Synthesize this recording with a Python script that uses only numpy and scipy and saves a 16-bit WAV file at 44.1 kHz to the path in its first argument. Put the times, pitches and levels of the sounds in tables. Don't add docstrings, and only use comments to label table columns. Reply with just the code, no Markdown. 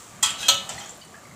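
import sys
import numpy as np
from scipy import signal
from scipy.fft import rfft, irfft
from scipy.io import wavfile
from scipy.ndimage import uniform_filter1d

SR = 44100
rng = np.random.default_rng(int(sys.argv[2]) if len(sys.argv) > 2 else 0)


def wav_out(sig):
    wavfile.write(sys.argv[1], SR, np.round(np.clip(np.atleast_2d(sig).T, -1, 1) * 32767).astype(np.int16))


def voltage_ratio(decibels):
    exponent = np.asarray(decibels, float) / 20
    return 10 ** exponent


N = 59535


def evened(x):
    return x / np.sqrt(np.mean(x ** 2) + 1e-20)


def unit_energy(x):
    return x / np.linalg.norm(x)


def read(points, hz):
    f, value = np.transpose(points)
    return np.interp(np.log(hz + 1), np.log(f + 1), value)


def curve(points):
    return np.interp(np.arange(N) / SR, *np.transpose(points))


def add(mix, s, sound):
    part = mix[round(s * SR):][:len(sound)]
    part += sound[:len(part)]


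def colour(x, points):
    return irfft(rfft(x) * voltage_ratio(read(points, np.fft.rfftfreq(len(x), 1 / SR))), len(x))


def clicks(per_s, spread_db):
    size, sign, chance = rng.random((3, N))
    level = voltage_ratio(spread_db * np.minimum(-np.log(size + 1e-9), 5))
    return evened(level * np.sign(sign - .5) * (chance < per_s / SR))


def ring(hz, db, t60, size=200):
    pole = (2j * np.pi * hz - np.log(1000) / np.maximum(t60, .005)) / SR
    start = np.exp(np.arange(size)[:, None] * 128 * pole)
    start = start * voltage_ratio(db) * rng.choice([-1., 1.], len(hz))
    return (start @ np.exp(pole[:, None] * np.arange(128))).imag.ravel()


def crowd(shade, t60_of, count=1500, size=200):
    pitch, strength, life = rng.random((count, 3)).T
    hz = 560 + 15800 * ((np.arange(count) + pitch) / count) ** 1.2
    db = read(shade, hz) + 6 * (strength - .5)
    sound = ring(hz, db, t60_of(hz) * (0.58 + 0.52 * life), size=size)
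    return sound / np.sqrt(np.sum(voltage_ratio(db) ** 2) / 2)


# frequency in Hz, level in dB per Hz.
FLOOR = [(42, -39), (62, -6.5), (130, 0.5), (370, -6), (1170, -9), (2700, -17), (7500, -23), (15500, -34)]
# frequency in Hz, width in Hz, level in dB.
HUM = [(68, 9.1, 2.5), (120, 8.2, 2), (165, 4, 3.5), (204, 13.4, 5), (593, 17, 6.5), (710, 93, 5.5),
       (1170, 69, 6.5)]
# time in seconds, level in dB.
SWELL = [
    (0, -2),
    (0.3, 3),
    (0.75, 5),
    (1.0, 0),
    (1.35, 0.5),
]
FLOOR_DB = -48


def room_noise():
    frames, hz = N // 1024 + 5, np.fft.rfftfreq(4096, 1 / SR)
    a, b, patches = rng.standard_normal((frames, 2049, 3)).T
    patches = uniform_filter1d(patches, size=40, axis=0)
    patches = evened(uniform_filter1d(patches, size=3, axis=1))
    drones = sum(db * np.exp(-((hz - f) / width) ** 2) for f, width, db in HUM)
    z = (a + 1j * b) * voltage_ratio((read(FLOOR, hz) + drones)[:, None] + 1.9 * patches)
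    noise = signal.istft(z, nperseg=4096, noverlap=3072)[1][:N]
    return voltage_ratio(FLOOR_DB + curve(SWELL)) * evened(noise)


# frequency in Hz, t60 in seconds.
KITCHEN = [(300, 0.45), (2000, 0.51), (7000, 0.34), (15000, 0.33)]


def kitchen(x):
    taps = np.zeros(SR // 2)
    at = np.arange(120, len(taps) - 20, 20)
    taps[at + rng.integers(0, 20, len(at))] = rng.choice([-1., 1.], len(at))
    hz, t, z = signal.stft(taps, SR, nperseg=256)
    decay = voltage_ratio(-60 * t / read(KITCHEN, hz)[:, None])
    tail = signal.istft(z * decay, SR, nperseg=256)[1]
    return signal.fftconvolve(x, unit_energy(tail))[:N]


# time in seconds, level in dB.
FIZZ = [
    (0, -44),
    (0.06, -48),
    (0.2, -52.5),
    (0.6, -47.5),
    (0.75, -47.5),
    (0.9, -49),
    (1.0, -52.5),
    (1.35, -55),
]
# frequency in Hz, level in dB.
FIZZ_COLOUR = [(1000, -7.5), (2500, -8.5), (5000, -9.5), (6300, -3.5), (7600, 0.5), (9000, -8.5),
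               (12000, -19.5), (15500, -15)]
BUBBLES_PER_S, BUBBLE_SPREAD_DB = 5000, 2


def fizz():
    bursts = colour(clicks(BUBBLES_PER_S, BUBBLE_SPREAD_DB), FIZZ_COLOUR)
    return voltage_ratio(curve(FIZZ)) * evened(bursts)


# start in seconds,
# peak in dB, pitch in Hz, t60 in seconds.
TICKS = [(0.303, -27, 7600, 0.017), (0.7437, -38, 5780, 0.022), (0.768, -44.5, 10270, .03),
         (0.7775, -32, 1990, 0.025), (0.782, -35, 4200, 0.05), (0.793, -34, 7250, 0.04),
         (0.785, -35, 7900, .03), (0.804, -38, 3130, 0.11), (0.814, -42, 5610, 0.054),
         (0.834, -49, 5650, 0.077), (0.8575, -34, 6910, 0.037), (0.874, -40.5, 3280, 0.013),
         (0.8917, -30, 7340, 0.05), (.903, -35, 7500, .04), (0.892, -41, 6340, .02),
         (0.916, -44, 7600, .04), (.735, -35, 7400, 0.033), (0.745, -40, 4460, .015), (.80, -40, 7440, .03),
         (.822, -44, 6700, .03), (.835, -41, 3200, .06), (.868, -43, 6820, .04), (.81, -40, 2030, 0.043),
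         (0.952, -44, 9200, .015), (0.975, -48, 11820, 0.014), (1.0139, -42, 2990, 0.22),
         (1.013, -44, 4600, 0.05), (1.03, -45, 4400, .04), (1.014, -48, 3900, .06),
         (1.048, -43, 9100, 0.015), (1.227, -46, 1170, .05), (1.1421, -39, 1660, 0.04),
         (1.154, -39, 1710, 0.045), (1.183, -42, 1690, 0.045), (1.2528, -40, 2166, 0.034),
         (1.275, -47, 1930, .02), (1.3129, -42.5, 2084, 0.018)]
TICK_PAIR = .05
TICK_LONGEST_S, TICK_RISE_S = .25, 0.0024


def ticks():
    out, offsets = np.zeros(N), rng.uniform(-0.996, 1, (len(TICKS), 14))
    for (s, db, hz, t60), off in zip(TICKS, offsets):
        life = min(t60, TICK_LONGEST_S) * (1 - .5 * abs(off))
        x = ring(hz * (1 + TICK_PAIR * off), -8 * abs(off), life, size=80)
        x = x * np.minimum(np.arange(len(x)) / SR / TICK_RISE_S, 1)
        add(out, s, voltage_ratio(db) * x / abs(x).max())
    return out


# time in seconds, pressure in dB.
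STIR = [
    (0.66, -91),
    (0.7, -39),
    (0.77, -44.5),
    (0.8, -39.5),
    (0.87, -48),
    (0.91, -51.5),
    (0.96, -97),
]
# frequency in Hz, level in dB per Hz.
STIR_COLOUR = [(400, -6), (1000, 3), (2100, -5.5), (3100, 1), (5000, -5.5), (7300, -0.5), (9500, -18.5),
               (15000, -21)]
STIR_PER_S, STIR_SPREAD_DB, STIR_T60 = 2000, 3, 0.038


def stir():
    many = crowd(STIR_COLOUR, lambda f: STIR_T60 + 0 * f, size=50)
    slips = clicks(STIR_PER_S, STIR_SPREAD_DB) * voltage_ratio(curve(STIR))
    return signal.fftconvolve(slips, unit_energy(many))[:N]


# time in seconds, pressure in dB.
DRAG = [
    (0.36, -78),
    (0.385, -43),
    (0.405, -35),
    (0.43, -36),
    (0.48, -39),
    (0.5, -98),
]
# time in seconds, pressure in dB.
BITE = [
    (.41, -66),
    (.428, -31),
    (.48, -33),
    (.495, -86),
]
# frequency in Hz, width in Hz, level in dB.
DRAG_RING = [(1500, 40, -9), (3900, 70, -3), (3970, 60, -7), (4740, 50, -12), (5011, 45, -11),
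             (5620, 70, -11), (6060, 70, -15), (7140, 60, -9), (7688, 50, -7), (8750, 40, -12)]
# frequency in Hz, width in Hz, level in dB.
BITE_RING = [(1630, 30, -9), (2555, 35, -3), (2980, 40, -7), (3240, 30, 2)]
# frequency in Hz, level in dB per Hz.
DRAG_COLOUR = [(500, -0.5), (1500, -15), (2150, -9), (3500, 0.5), (5200, -13), (6500, -0.5), (8500, -10),
               (14000, -23)]
SLIPS_PER_S, SLIP_SPREAD_DB = 3000, 3
DRAG_CROWD_DB, DRAG_T60 = 1, 0.039


def wall_lines(table):
    hz, width, db = np.transpose(table)
    return unit_energy(ring(hz, db, 2.2 / width, size=50))


def drag():
    many = crowd(DRAG_COLOUR, lambda f: DRAG_T60 + 0 * f, size=50)
    body = wall_lines(DRAG_RING) + voltage_ratio(DRAG_CROWD_DB) * unit_energy(many)
    bite = wall_lines(BITE_RING)
    slips = clicks(SLIPS_PER_S, SLIP_SPREAD_DB)
    scrape = signal.fftconvolve(slips * voltage_ratio(curve(DRAG)), body)
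    return (scrape + signal.fftconvolve(slips * voltage_ratio(curve(BITE)), bite))[:N]


# frequency in Hz, level in dB.
CRACK = [(5300, -22), (7500, 16.5), (10000, -3.5), (14000, -5), (16000, -11)]
CRACK_T60 = 0.032


def crack(lowest_hz, t):
    edge = [(.85 * lowest_hz, -50), (lowest_hz, -8)]
    return evened(colour(rng.standard_normal(len(t)), edge + CRACK)) * voltage_ratio(-60 * t / CRACK_T60)


KIN_SPREAD, KIN_DB, KIN_LIFE = .035, -16, .4
KIN_TILT_DB = 6


def kin_modes(hz, mode_db, t60):
    off_hz, off_db = np.moveaxis(rng.uniform(-1, 1, (8, len(hz), 2)), 2, 0)
    tilt_db = KIN_TILT_DB * np.log2(np.minimum(hz, 2500) / 2500)
    kin_hz = hz * (1 + KIN_SPREAD * off_hz)
    kin_db = mode_db + KIN_DB + tilt_db + 4 * off_db
    return ring(kin_hz.ravel(), kin_db.ravel(), np.tile(KIN_LIFE * t60, 8))


# start in seconds, level in dB, factor on the life of the weak modes.
KNOCKS = [
    (0.2263, -16.5, 1.46),
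    (0.4829, -12.5, 0.68),
    (0.6909, -36.5, 0.6),
]
RIM_HZ = [860, 1109, 1314, 1960, 2515, 2600, 3210, 3270, 3348, 4118, 5012, 6050, 7180, 7595]
WALL_HZ = [556, 1304, 2627, 2947, 2988, 3115, 3250, 3354, 3598, 3838, 4177, 5927, 6380, 6688]
FOOT_HZ = [770, 1319, 1776, 3068, 4500, 6417, 6681, 7494]
# level in dB, t60 in seconds.
RIM = [(-3, 0.2), (-6, 0.2), (-8, .6), (-4, .2), (-8, .3), (-8, .25), (0, .45), (3, .22), (-8, .45),
       (-3, .2), (-1, .2), (2, .14), (0, .12), (5, .15)]
WALL = [(-10, 0.55), (-1, .45), (-8, .3), (-5, .42), (-2, .42), (2, .15), (7, .1), (-3, .35), (-5, .4),
        (-7, .45), (0, .2), (-3, .25), (1, .15), (-2, .3)]
FOOT = [(-6.5, 0.17), (-3, 0.11), (-10, 0.53), (-2, 0.11), (-5, .1), (-12, 0.16), (-19, 0.18), (-8, 0.22)]
# frequency in Hz, level in dB per Hz.
RIM_CROWD = [(740, -45), (900, -9.5), (2150, -15.5), (3200, -5.5), (5400, -11.5), (7600, 2.5), (9500, -9.5),
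             (15000, -38)]
WALL_CROWD = [(640, -15), (1100, -12.5), (2050, -20), (3200, -3), (4400, -5.5), (5200, -16.5), (6400, -0.5),
              (12000, -29)]
FOOT_CROWD = [(180, -40), (300, -14), (696, -2.5), (1110, -22), (2440, -9.5), (3020, -6.5), (3810, -22),
              (7750, 6), (15500, -63)]
# frequency in Hz, t60 in seconds.
CROWD_T60 = [(500, 0.26), (3000, 0.41), (8000, 0.098), (15000, 0.2)]
# weak modes in dB, crack in dB, rise of the strong modes in seconds.
CROWD_DB = [-4, -1.5, 6.5]
CRACK_DB = [1.5, -2, -2.5]
SWING_S = [.005, .004, .001]
# delay in seconds, level in dB.
BOUNCES = [
    [(0, -4), (.0015, 5), (.0042, 5.5), (.0075, 5), (.016, -6), (.035, -2.5), (.066, -11), (.078, -9.5)],
    [(.0005, 1), (.0017, 3), (.0044, 4.5), (.0075, 1), (.017, -3), (.028, -20), (.06, -8.5)],
    [(0, 7.5), (.001, 7.5), (.004, 2), (.009, -1)],
]
# frequency in Hz, level in dB, t60 in seconds.
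LADLE = [
    [(1015, -6, .15), (1498, -23, 0.59), (2972, -12, 0.51), (3764, -18, 0.47), (5800, -2, 0.1),
     (6900, -17, 0.16), (7130, 4, 0.13), (7872, -10, 0.098), (8129, -16, 0.22), (10200, -10, 0.2)],
    [(784, -11, 0.25), (1766, -20, 1), (2315, -6.5, 0.14), (4520, -5.5, 0.15), (5970, 3.5, 0.075),
     (7330, -1, .15), (7542, -22, 0.25), (8500, -2.5, 0.16), (11930, -9, 0.14), (13400, -12, .18)],
    [(7900, -10, .1)],
]


def knocks():
    weak_out, strong_out, t = np.zeros(N), np.zeros(N), np.arange(25600) / SR
    places = zip(KNOCKS, [RIM_HZ, WALL_HZ, FOOT_HZ], [RIM, WALL, FOOT],
                 [RIM_CROWD, WALL_CROWD, FOOT_CROWD], CROWD_DB, CRACK_DB, SWING_S, BOUNCES, LADLE)
    for (s, db, damp), hz, modes, shade, crowd_db, crack_db, swing, bounces, ladle in places:
        hz = np.array(hz)
        mode_db, t60 = np.transpose(modes)
        unit = np.sqrt(np.sum(voltage_ratio(mode_db) ** 2) / 2)
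        strong = (ring(hz, mode_db, t60) + ring(*np.transpose(ladle))) / unit
        add(strong_out, s, voltage_ratio(db) * strong * np.minimum(t / swing, 1))
        many = crowd(shade, lambda f: damp * read(CROWD_T60, f))
        weak = kin_modes(hz, mode_db, t60) / unit + voltage_ratio(crowd_db) * many
        for delay, bounce_db in bounces:
            hit = weak + voltage_ratio(crack_db) * crack(hz[0], t)
            add(weak_out, s + delay, voltage_ratio(db - 7.5 + bounce_db) * hit)
    return weak_out, strong_out


STRONG_WET = .3
WET_DB, TICK_WET_DB, POT_LOW_HZ = -8, -7, 380


def scene():
    weak, strong = knocks()
    high_pass = signal.butter(3, POT_LOW_HZ, "high", fs=SR, output="sos")
    pot = signal.sosfilt(high_pass, weak + STRONG_WET * strong + drag() + stir())
    small = ticks()
    wet = kitchen(voltage_ratio(WET_DB) * pot + voltage_ratio(TICK_WET_DB) * small)
    return (pot + (1 - STRONG_WET) * strong + small + wet + fizz() + room_noise())[None]


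def low_pass(x, hz):
    return signal.oaconvolve(x, signal.firwin(511, hz, window=("kaiser", 8), fs=SR)[None], "same")


def top_cut(x):
    return signal.sosfilt(signal.butter(12, 16440, fs=SR, output="sos"), x)


EDGE_HZ, TOP_HZ, LEAK_DB = 15450, 16400, -40


def record(dry):
    low, wide = low_pass(dry, EDGE_HZ), low_pass(dry, TOP_HZ)
    mix = low + voltage_ratio(LEAK_DB) * (wide - low)
    return top_cut(mix)


dry = scene()
out = record(dry)
wav_out(out)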